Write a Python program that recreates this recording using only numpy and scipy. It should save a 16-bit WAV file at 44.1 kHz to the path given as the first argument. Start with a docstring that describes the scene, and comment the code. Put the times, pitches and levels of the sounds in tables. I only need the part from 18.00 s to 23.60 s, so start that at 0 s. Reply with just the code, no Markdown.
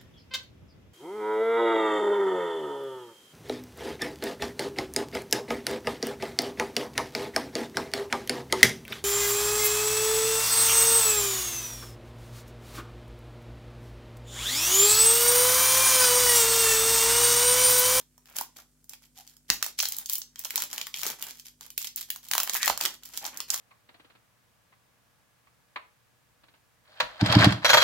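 """A foil card pack is opened by hand, close to a stereo desk microphone in a small, faintly humming room.
First the fingers turn it over: wrinkles crinkle, creases snap, and the pouch flexes with puffs and pops.
A fingertip drags across it, then the seam is pinched and the snaps come thick and fast.
At about 4.5 seconds the seam rips in quick slips and the pouch pops open with a low puff.
Last come one more fingertip drag and a few more snaps."""
import sys
import numpy as np
from scipy import signal
from scipy.fft import rfft, irfft, next_fast_len
from scipy.io import wavfile
from scipy.ndimage import uniform_filter1d

SR = 44100
rng = np.random.default_rng(int(sys.argv[2]) if len(sys.argv) > 2 else 0)


def master(y):
    """Save y as 16-bit WAV."""
    cut = np.clip(np.atleast_2d(y).T, -1, 1)
    pcm = np.round(cut * 32767)  # scale
    wavfile.write(sys.argv[1], SR, pcm.astype(np.int16))


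N = 246959


def amp(db):
    """Turn decibels into a number to multiply by."""
    return 10 ** (np.asarray(db) / 20)


def unit(x):
    """Scale a signal to an average power of 1."""
    return x / np.sqrt(np.mean(x ** 2) + 1e-20)


def along(points, hz):
    """Read between (pitch_hz, value) points, on a log scale of pitch."""
    pitches, values = np.transpose(points)
    return np.interp(np.log(hz + 1), np.log(pitches + 1), values)


def add(track, start_s, sound):
    """Mix a sound into a track."""
    part = track[..., max(round(start_s * SR), 0):][..., :sound.shape[-1]]
    part += sound[..., :part.shape[-1]]


def coloured(x, gain_db):
    """Make each pitch louder or softer by gain_db(hz)."""
    n = x.shape[-1]
    size = 2 * next_fast_len(n)
    gain = amp(gain_db(np.fft.rfftfreq(size, 1 / SR)))
    # fold the filter forward in time, so nothing rings before its sound starts
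    cepstrum = irfft(np.log(gain + 1e-6))
    cepstrum[1:size // 2] *= 2
    cepstrum[size // 2 + 1:] = 0
    return irfft(rfft(x, size) * np.exp(rfft(cepstrum)))[..., :n]


# how alike left and right are (1 is the same, 0 unrelated): pitch_hz, likeness
STEREO_LIKENESS = [(200, 0.53), (900, 0.72), (2000, 0.43), (4000, 0.32), (8000, -0.077), (15000, 0.08)]
def stereo(x):
    """Two unrelated signals become left and right: partly alike in the bass, unrelated in the treble."""
    n = x.shape[-1]
    size = next_fast_len(n)
    likeness = along(STEREO_LIKENESS, np.fft.rfftfreq(size, 1 / SR))
    angle = np.arccos(likeness) / 2
    mid, side = irfft(rfft(x, size) * [np.cos(angle), np.sin(angle)], size)[:, :n]
    return np.array([mid + side, mid - side])


# the tones of the mains hum: pitch_hz, level_db
HUM_TONES = [(49.6, -73.5), (148.8, -76), (247.8, -74), (298, -87.5)]
# the tone of the room's steady rush: pitch_hz, gain_db
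RUSH_TONE = [(20, -14), (50, -2), (90, 4), (140, 2), (280, -1.5), (450, -6.5), (1000, -24), (3000, -21.5),
             (8000, -8.5), (16000, -17)]
def hum_and_rush(rush_db=-70):
    """Mains electricity hums under the quiet rush of the room."""
    t = np.arange(N) / SR
    hum = sum(amp(db) * np.sqrt(2) * np.sin(2 * np.pi * (hz * t + rng.random())) for hz, db in HUM_TONES)
    rush = coloured(stereo(rng.standard_normal((2, N))), lambda hz: along(RUSH_TONE, hz))
    return hum + amp(rush_db) * unit(rush)


def flutter(fade_s, attack_s=0.0001, tick_db=4, tick_fade_s=0.0012):
    """A patch of foil flips with a tick, then shakes briefly. A fade is the time taken to drop 60 dB."""
    t = np.arange(1024) / SR
    envelope = amp(-60 * t / fade_s) + amp(tick_db - 60 * t / tick_fade_s)
    envelope *= 1 - np.exp(-t / attack_s)
    shake = rfft(rng.standard_normal((2, len(t))) * envelope)
    # foil bends in so many ways that the energy spreads evenly over all pitches
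    power = uniform_filter1d(np.abs(shake) ** 2, size=60, axis=1)
    return irfft(shake / np.sqrt(np.abs(power) + 1e-12))


def crackle(per_s, fade_s, scatter_db=5, count=28):
    """Many patches of foil flip in a stream of tiny, uneven snaps."""
    out = np.zeros((2, N))
    patches = [flutter(fade_s) for _ in range(count)]
    wait_draw, size_draw = rng.random((N // 32, 2)).T
    times = np.cumsum(-np.log(1 - wait_draw)) / per_s
    sizes = amp(scatter_db * 2 * (2 * size_draw ** 2 - 1))  # many weak, few strong
    for k in np.flatnonzero(times < N / SR):
        add(out, times[k], sizes[k] * patches[k % count])
    return out


# where the pouch rings with the cards inside: pitch_hz, width_hz, gain_db
POUCH_RINGS = [(784, 190, 1), (3207, 197, 5.5), (7310, 250, 6), (9160, 4300, -5.5)]
def through_pouch(x, tone):
    """The pouch adds its ringing to a sound's tone; every new fold shifts the ringing a little."""
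    shift = np.exp(0.03 * rng.standard_normal())
    def ring_db(hz):
        return sum(db / (1 + (2 * (hz - shift * pitch) / width) ** 2) for pitch, width, db in POUCH_RINGS)
    return coloured(stereo(x), lambda hz: along(tone, hz) + ring_db(hz))


# each squeeze or shift of the fingers: start_s, length_s, crinkle_db, rubbing_db
FINGER_GRIPS = [(0, 0.013, -51, -58.5), (0.268, 0.092, -56.5, -55.5), (0.356, 0.068, -42.5, -42.5),
                (0.564, 0.042, -48, -51), (0.899, 0.043, -49, -59), (1.022, 0.039, -58.5, -65),
                (1.162, 0.051, -46.5, -60), (1.251, 0.091, -59.5, -69), (1.496, 0.053, -37, -45),
                (1.612, 0.074, -41, -47.5), (1.789, 0.068, -31.5, -56), (1.913, 0.12, -48, -54),
                (2.092, 0.072, -37.5, -54), (2.388, .14, -47, -57), (2.54, 0.1, -35.5, -41.5),
                (2.705, .12, -38.5, -47), (2.944, 0.097, -35, -55), (3.027, 0.096, -35, -38),
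                (3.193, 0.12, -42.5, -47.5), (3.349, 0.054, -51, -64), (3.455, 0.018, -38, -58.5),
                (3.618, 0.054, -49.5, -57), (3.778, 0.1, -40, -79), (3.969, 0.058, -38, -57),
                (4.088, 0.067, -52, -60.5), (4.231, 0.066, -51.5, -60), (4.31, 0.2, -45, -50),
                (4.533, 0.048, -30, -44.5), (4.616, 0.1, -29.5, -49), (4.805, 0.053, -32.5, -37),
                (4.899, 0.042, -44.5, -51), (5.027, 0.078, -50, -56.5), (5.127, 0.06, -41, -51),
                (5.222, 0.058, -36.5, -43), (5.309, 0.1, -53, -47.5), (5.491, 0.2, -36.5, -43.5)]
def grip_levels(rest_db=-74.5, press_db_per_s=1595, release_db_per_s=601.5):
    """Crinkle and rubbing rise, hold and fall with each grip, and stay faint in between."""
    t = np.arange(N) / SR
    levels = np.full((2, N), rest_db)
    for start, length, crinkle_db, rubbing_db in FINGER_GRIPS:
        slack_db = press_db_per_s * np.maximum(start - t, 0)
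        slack_db += release_db_per_s * np.maximum(t - start - length, 0)
        levels = np.maximum(levels, [crinkle_db - slack_db, rubbing_db - slack_db])
    return levels


# the tones of the bright crinkle and the dull rubbing: pitch_hz, gain_db
CRINKLE_TONE = [(200, -12.5), (900, -26), (2000, -4), (3300, -0.5), (6000, 4.5), (9000, 0), (13000, 3.5),
                (16000, -13)]
RUBBING_TONE = [(60, -35), (200, -4.5), (450, -7), (850, -1), (1500, 0), (2500, -3.5), (6000, -24.5)]
def crinkle_and_rubbing():
    """Wrinkles in three folds crackle under the fingers while skin and cards rub on the foil."""
    crinkle_db, rubbing_db = grip_levels()
    folds = [crackle(per_s=200, fade_s=0.011) for _ in range(3)]
    crinkle = unit(sum(through_pouch(fold, CRINKLE_TONE) for fold in folds))
    rubbing = unit(through_pouch(crackle(per_s=700, fade_s=0.012), RUBBING_TONE))
    return amp(crinkle_db - 6) * crinkle + amp(rubbing_db - 7) * rubbing


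# the main creases buckling: start_s, level_db, low_db, mid_db, top_db, left_over_right_db
# (low, mid and top are the tone at 1.2, 2.5 and 12 kHz, compared with 6 kHz)
MAIN_CREASES = [(.1792, -47, 4, -21, -4, -1), (.2571, -48.5, -6, 3, -2.5, 3),
                (.3661, -22.5, -12, -18, -1, 1), (.3855, -19, -4, -9.5, -1, 1), (.4109, -22, 7, -18, 3, -4),
                (.5876, -43.5, 13, -7, -5, -3), (.843, -48.5, -11, -24, -1, -1),
                (.8944, -31.5, -37, -24, -1.5, -2), (.9349, -38.5, -3.5, -1, -4, -8.5),
                (1.0385, -54, -15, 4, -7, -7), (1.2758, -41.5, -23.5, -14.5, -12, 2),
                (1.3677, -45.5, -19, -19.5, -4.5, -2.5), (1.5013, -9.5, -9, -6.5, -12.5, -1.5),
                (1.6266, -14.5, -5.5, -7.5, -3.5, 0), (1.6436, -24, 0, 1, 6, -3.5),
                (1.6638, -24, -5, -16.5, -1.5, -5), (1.7895, -19, -17, -4.5, -6.5, 1),
                (1.7925, -22, -13, -6, -2.5, -0.5), (1.8018, -16.5, -15.5, -10.5, -28, -3.5),
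                (1.8319, -24, -1, -7.5, -18, -1.5), (1.8544, -22, -23, -8, -34, 3),
                (1.8865, -20, -16.5, -18, 5, -2), (1.922, -21, -20, -12.5, -1, 2),
                (1.9663, -26, -36.5, -22, 3, -4), (1.9854, -20.5, -21, -13, 7, -3),
                (2.059, -27, -42, -18, -8.5, 2.5), (2.0972, -18, -21, -15.5, 1, 4.5),
                (2.1265, -22, -24, -21, 8, 3.5), (2.1335, -15.5, -30, -21, 8.5, -3.5),
                (2.1545, -20, -20, -15, 0, -1), (2.1825, -22.5, -12, -22, 10, 6),
                (2.2176, -29.5, -20.5, -17, -17.5, -1.5), (2.3585, -37.5, -9.5, -8, -11, 1.5),
                (2.3927, -24.5, -34.5, -19, 3.5, 1.5), (2.448, -23, -35, -19, -5.5, 1),
                (2.4526, -26.5, 2, -2, -1, -0.5), (2.5065, -23, -1.5, 4.5, 4, -1),
                (2.558, -13, -24, -1.5, 5.5, 0), (2.578, -20, -7, -19, -22.5, -0.5),
                (2.6214, -20.5, -2.5, -5.5, -2, 0.5), (2.7302, -26, -5.5, -11, -5, -2),
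                (2.7805, -23.5, -4, 0, -4.5, 2), (2.814, -24.5, -14, -1, -14, -2),
                (2.8688, -27.5, 0, -1, -1.5, 2.5), (2.9417, -24.5, -14, 4, -13, 2.5),
                (3.033, -22, -6.5, -5.5, -5.5, 8.5), (3.0655, -20.5, -9, -16, -4.5, 6),
                (3.225, -21.5, -9, -1.5, 2.5, 3), (3.3974, -36, -23, -11, -6.5, -1),
                (3.6098, -35.5, -7, -11, -7, 0), (3.7035, -34, -11, -8, -0.5, -0.5),
                (3.7784, -16, -15.5, -1, 4.5, 0.5), (3.8712, -30.5, -27, -16, -16, -7),
                (3.9603, -20.5, -28, -31.5, 6.5, 2), (4.0106, -26, -11, -4.5, 6, -4),
                (4.1031, -17.5, -10.5, 2.5, 6, -0.5), (4.1608, -30, -2.5, -10, 0, -2),
                (4.2856, -32.5, -33, -5, 4.5, 0), (4.3132, -16.5, -2, -4, -3.5, 0.5),
                (4.335, -18, -7, -4, -7, 11), (4.3519, -17, 8, -7, 0, -1), (4.3801, -12, 1, -2, 1, -0.5),
                (4.4015, -15.5, -4, -8, -4, 0), (4.4325, -16, -3, -5.5, 7, -2),
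                (4.4751, -25, 6, 0, -2, -0.5), (4.496, -18, -6, -11.5, -7, -2),
                (4.5443, -18.5, -21.5, -21.5, 6, -2), (4.551, -20, 13, 1, 11, -4),
                (4.6303, -16.5, -8.5, -4, -10, -2), (4.6662, -23, -5, 2, -3, 3),
                (4.6785, -12.5, 3.5, 0.5, -1.5, 5.5), (4.6998, -18.5, 14, 0, -8, -5),
                (4.7757, -22, -4.5, -14, -4.5, -2), (4.811, -17, -29, -1.5, -2.5, -0.5),
                (4.8524, -15.5, -4, -4, -5, -0.5), (4.859, -18.5, -7, -0.5, -6.5, -6),
                (5.1747, -21.5, -13, -13, -3, -3), (5.252, -27, -20, -11, -35, 1),
                (5.3731, -27, -23, -19, -3.5, -1), (5.4034, -23, -7.5, -6, -7, 1.5),
                (5.5031, -16.5, -22.5, -17, -10, -7), (5.5381, -23, -3, -5, 2, -0.5),
                (5.543, -18.5, -7, -17, -7.5, -3)]
def snaps(creases, fade_s, gain_db=-11):
    """Each crease flips over with a snap that has its own tone and direction."""
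    out = np.zeros((2, N))
    for start, db, low_db, mid_db, top_db, pan_db in creases:
        bass = [(40, low_db - 45), (200, low_db - 26.5), (500, low_db - 12.5), (820, low_db - 4.5)]
        tone = bass + [(1200, low_db), (2500, mid_db), (6000, 0), (12000, top_db)]
        left, right = through_pouch(flutter(fade_s), tone)
        pan = amp([[pan_db / 2], [-pan_db / 2]])
        add(out, start, amp(db + gain_db) * pan * np.array([unit(left), unit(right)]))
    return out


# how small creases vary (rows: low, mid, top, left over right): average_db, spread_db
CREASE_VARIETY = [(-12.5, 5), (-8.5, 5.5), (0.5, 2.5), (-0.5, 5.5)]
def small_creases(per_s=55, boost_db=6, scatter_db=3, most_per_grip=12):
    """Rows for snaps(): small creases give way at random during a grip, louder when it is harder."""
    average, spread = np.transpose(CREASE_VARIETY)
    rows = []
    for start, length, crinkle_db, _ in FINGER_GRIPS:
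        waits = np.cumsum(2 * rng.random(most_per_grip)) / per_s
        draws = rng.standard_normal((most_per_grip, 5))
        for wait, draw in zip(waits, draws):
            if wait < length:
                level_db = crinkle_db + boost_db + scatter_db * draw[0]
                rows.append((start + wait, level_db, *(average + spread * draw[1:])))
    return rows


# the whole pouch flexing: start_s, level_db, pitch_hz, fade_s
POUCH_PUFFS = [(0.411, -52, 270, 0.031), (1.5026, -31.5, 267, 0.0091), (1.502, -37.5, 126, 0.02),
               (1.504, -51, 57.3, 0.067), (3.065, -41.5, 402, 0.021), (4.7, -44, 166, 0.019),
               (4.705, -49, 52, 0.054), (4.851, -42.5, 364, 0.018)]
def puffs(gain_db=12):
    """The pouch's wall flips and pushes a little air."""
    out, t = np.zeros(N), np.arange(SR // 5) / SR
    for start, db, hz, fade_s in POUCH_PUFFS:
        swell = 1 - np.exp(-2 * hz * t)  # it takes half a cycle to get going
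        add(out, start, amp(db + gain_db - 60 * t / fade_s) * swell * np.sin(2 * np.pi * hz * t))
    return out


# hollow pops as the pouch gives way: start_s, level_db, pitch_hz
POUCH_POPS = [(.4118, -26.5, 880), (1.627, -17.5, 1700), (4.6748, -23, 820), (4.6778, -18.5, 1050),
              (4.6986, -14.5, 940), (4.8112, -28, 880)]
def pops():
    """The tight wall snaps through and swings a few times on the air inside."""
    out, t = np.zeros(N), np.arange(SR // 40) / SR
    for start, db, hz in POUCH_POPS:
        cycles = hz * t
        envelope = cycles ** 2 * np.exp(2 - 2 * cycles)  # loudest after one swing
        add(out, start, amp(db) * envelope * np.sin(2 * np.pi * cycles))
    return out


def stick_and_slip(stroke, rings, jitter, scatter_db):
    """Catching and letting go: uneven jerks make the foil ring for as long as the stroke lasts."""
    t = np.arange(N) / SR
    times, levels_db, rates = np.transpose(stroke)
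    moving = (t > times[0]) & (t < times[-1])
    wobble = unit(uniform_filter1d(rng.standard_normal(N), size=100))
    slips_per_s = np.interp(t, times, rates) * np.exp(jitter * wobble)
    slips = np.diff(np.floor(np.cumsum(slips_per_s) / SR), prepend=0)
    jerks = moving * slips * amp(scatter_db * rng.standard_normal((2, N)))
    age = t[:SR // 25]
    # each ring swells before it dies, so little sound falls between the ringing pitches
    ring = sum(amp(db) * width ** 2 * age * np.exp(-np.pi * width * age) * np.sin(2 * np.pi * hz * age)
               for hz, width, db in rings)
    rasp = signal.oaconvolve(jerks, ring[None], axes=1)[:, :N]
    return amp(np.interp(t, times, levels_db)) * unit(rasp) * np.sqrt(moving.mean())


# fingertip strokes, each a list of points: time_s, level_db, slips_per_s
FINGER_STROKES = [
    [(1.165, -77, 294), (1.19, -57, 530), (1.215, -64, 460), (1.24, -92, 310)],
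    [(5.21, -61, 314), (5.245, -41, 400), (5.28, -63, 400), (5.31, -78, 400)],
]
# where the foil rings under a fingertip: pitch_hz, width_hz, gain_db
FINGER_RINGS = [(808, 180, 16), (1220, 190, -15), (2370, 1100, -13)]
def finger_drags():
    """Fingertips judder across the pouch."""
    return sum(stick_and_slip(stroke, FINGER_RINGS, jitter=0.86, scatter_db=-1.5)
               for stroke in FINGER_STROKES)


# the course of the tear: time_s, level_db, slips_per_s
SEAM_TEAR = [(4.548, -46, 270), (4.558, -34.5, 380), (4.574, -37.5, 540), (4.592, -69, 250),
             (4.604, -38, 400), (4.625, -37.5, 510), (4.642, -35.5, 900), (4.662, -38, 650),
             (4.675, -54, 290)]
# where the stretched foil rings: pitch_hz, width_hz, gain_db
STRETCHED_RINGS = [(1900, 450, 0), (2280, 700, -4), (6900, 900, -17)]
def seam_rip():
    """The seam gives way in a run of quick slips."""
    return stick_and_slip(SEAM_TEAR, STRETCHED_RINGS, jitter=0.3, scatter_db=4)


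# how long the room's echo lasts: pitch_hz, fade_s
ECHO_FADES = [(200, 0.38), (530, 0.22), (1400, 0.22), (3700, 0.25), (7000, 0.24), (15000, 0.14)]
# how strong the echo is: pitch_hz, gain_db
ECHO_TONE = [(100, -7.5), (500, -5), (1500, -7.5), (4000, -6), (8000, -7.5), (15000, -2)]
def room_echo(x, delay_s=0.003, block=8192):
    """The walls answer; each block of sound gets a new random echo, as the hands move the pack."""
    out = np.zeros((2, N))
    for start in range(0, N, block):
        hz, t, noise = signal.stft(rng.standard_normal((2, SR // 3)), SR, nperseg=256)
        fade = amp(-60 * t / along(ECHO_FADES, hz)[:, None])
        tail = signal.istft(noise * fade, SR, nperseg=256)[1]
        tail /= np.linalg.norm(tail, axis=1, keepdims=True)
        add(out, start / SR + delay_s, signal.fftconvolve(x[:, start:start + block], tail, axes=1))
    return coloured(stereo(out), lambda hz: along(ECHO_TONE, hz))


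def scene(pop_echo_db=-6):
    """The pack in its room; the pops are heard mostly from close by, and less of them reaches the walls."""
    foil = snaps(MAIN_CREASES, fade_s=0.012) + crinkle_and_rubbing()
    foil += seam_rip() + finger_drags() + puffs()
    foil += snaps(small_creases(), fade_s=0.0091)
    pouch = pops()
    return foil + pouch + room_echo(foil + amp(pop_echo_db) * pouch) + hum_and_rush()


def record(dry, rumble_hz=40, top_hz=15950):
    """The microphone's two sides differ a little in tone; rumble and the highest treble are cut off."""
    size = next_fast_len(N + SR // 4)
    hz = np.fft.rfftfreq(size, 1 / SR)
    left_over_right_db = along([(100, 1.5), (700, -2), (2000, 0), (5000, -1), (8000, -3.5), (13000, 1)], hz)
    balance = amp([left_over_right_db / 2, -left_over_right_db / 2])
    treble_cut = np.interp(hz, [top_hz - 200, top_hz + 300], [1, 0]) ** 2
    dry = signal.sosfilt(signal.butter(4, rumble_hz, "highpass", fs=SR, output="sos"), dry)
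    return irfft(rfft(dry, size) * balance * treble_cut, size)[:, :N]


dry = scene()
out = record(dry)
master(out)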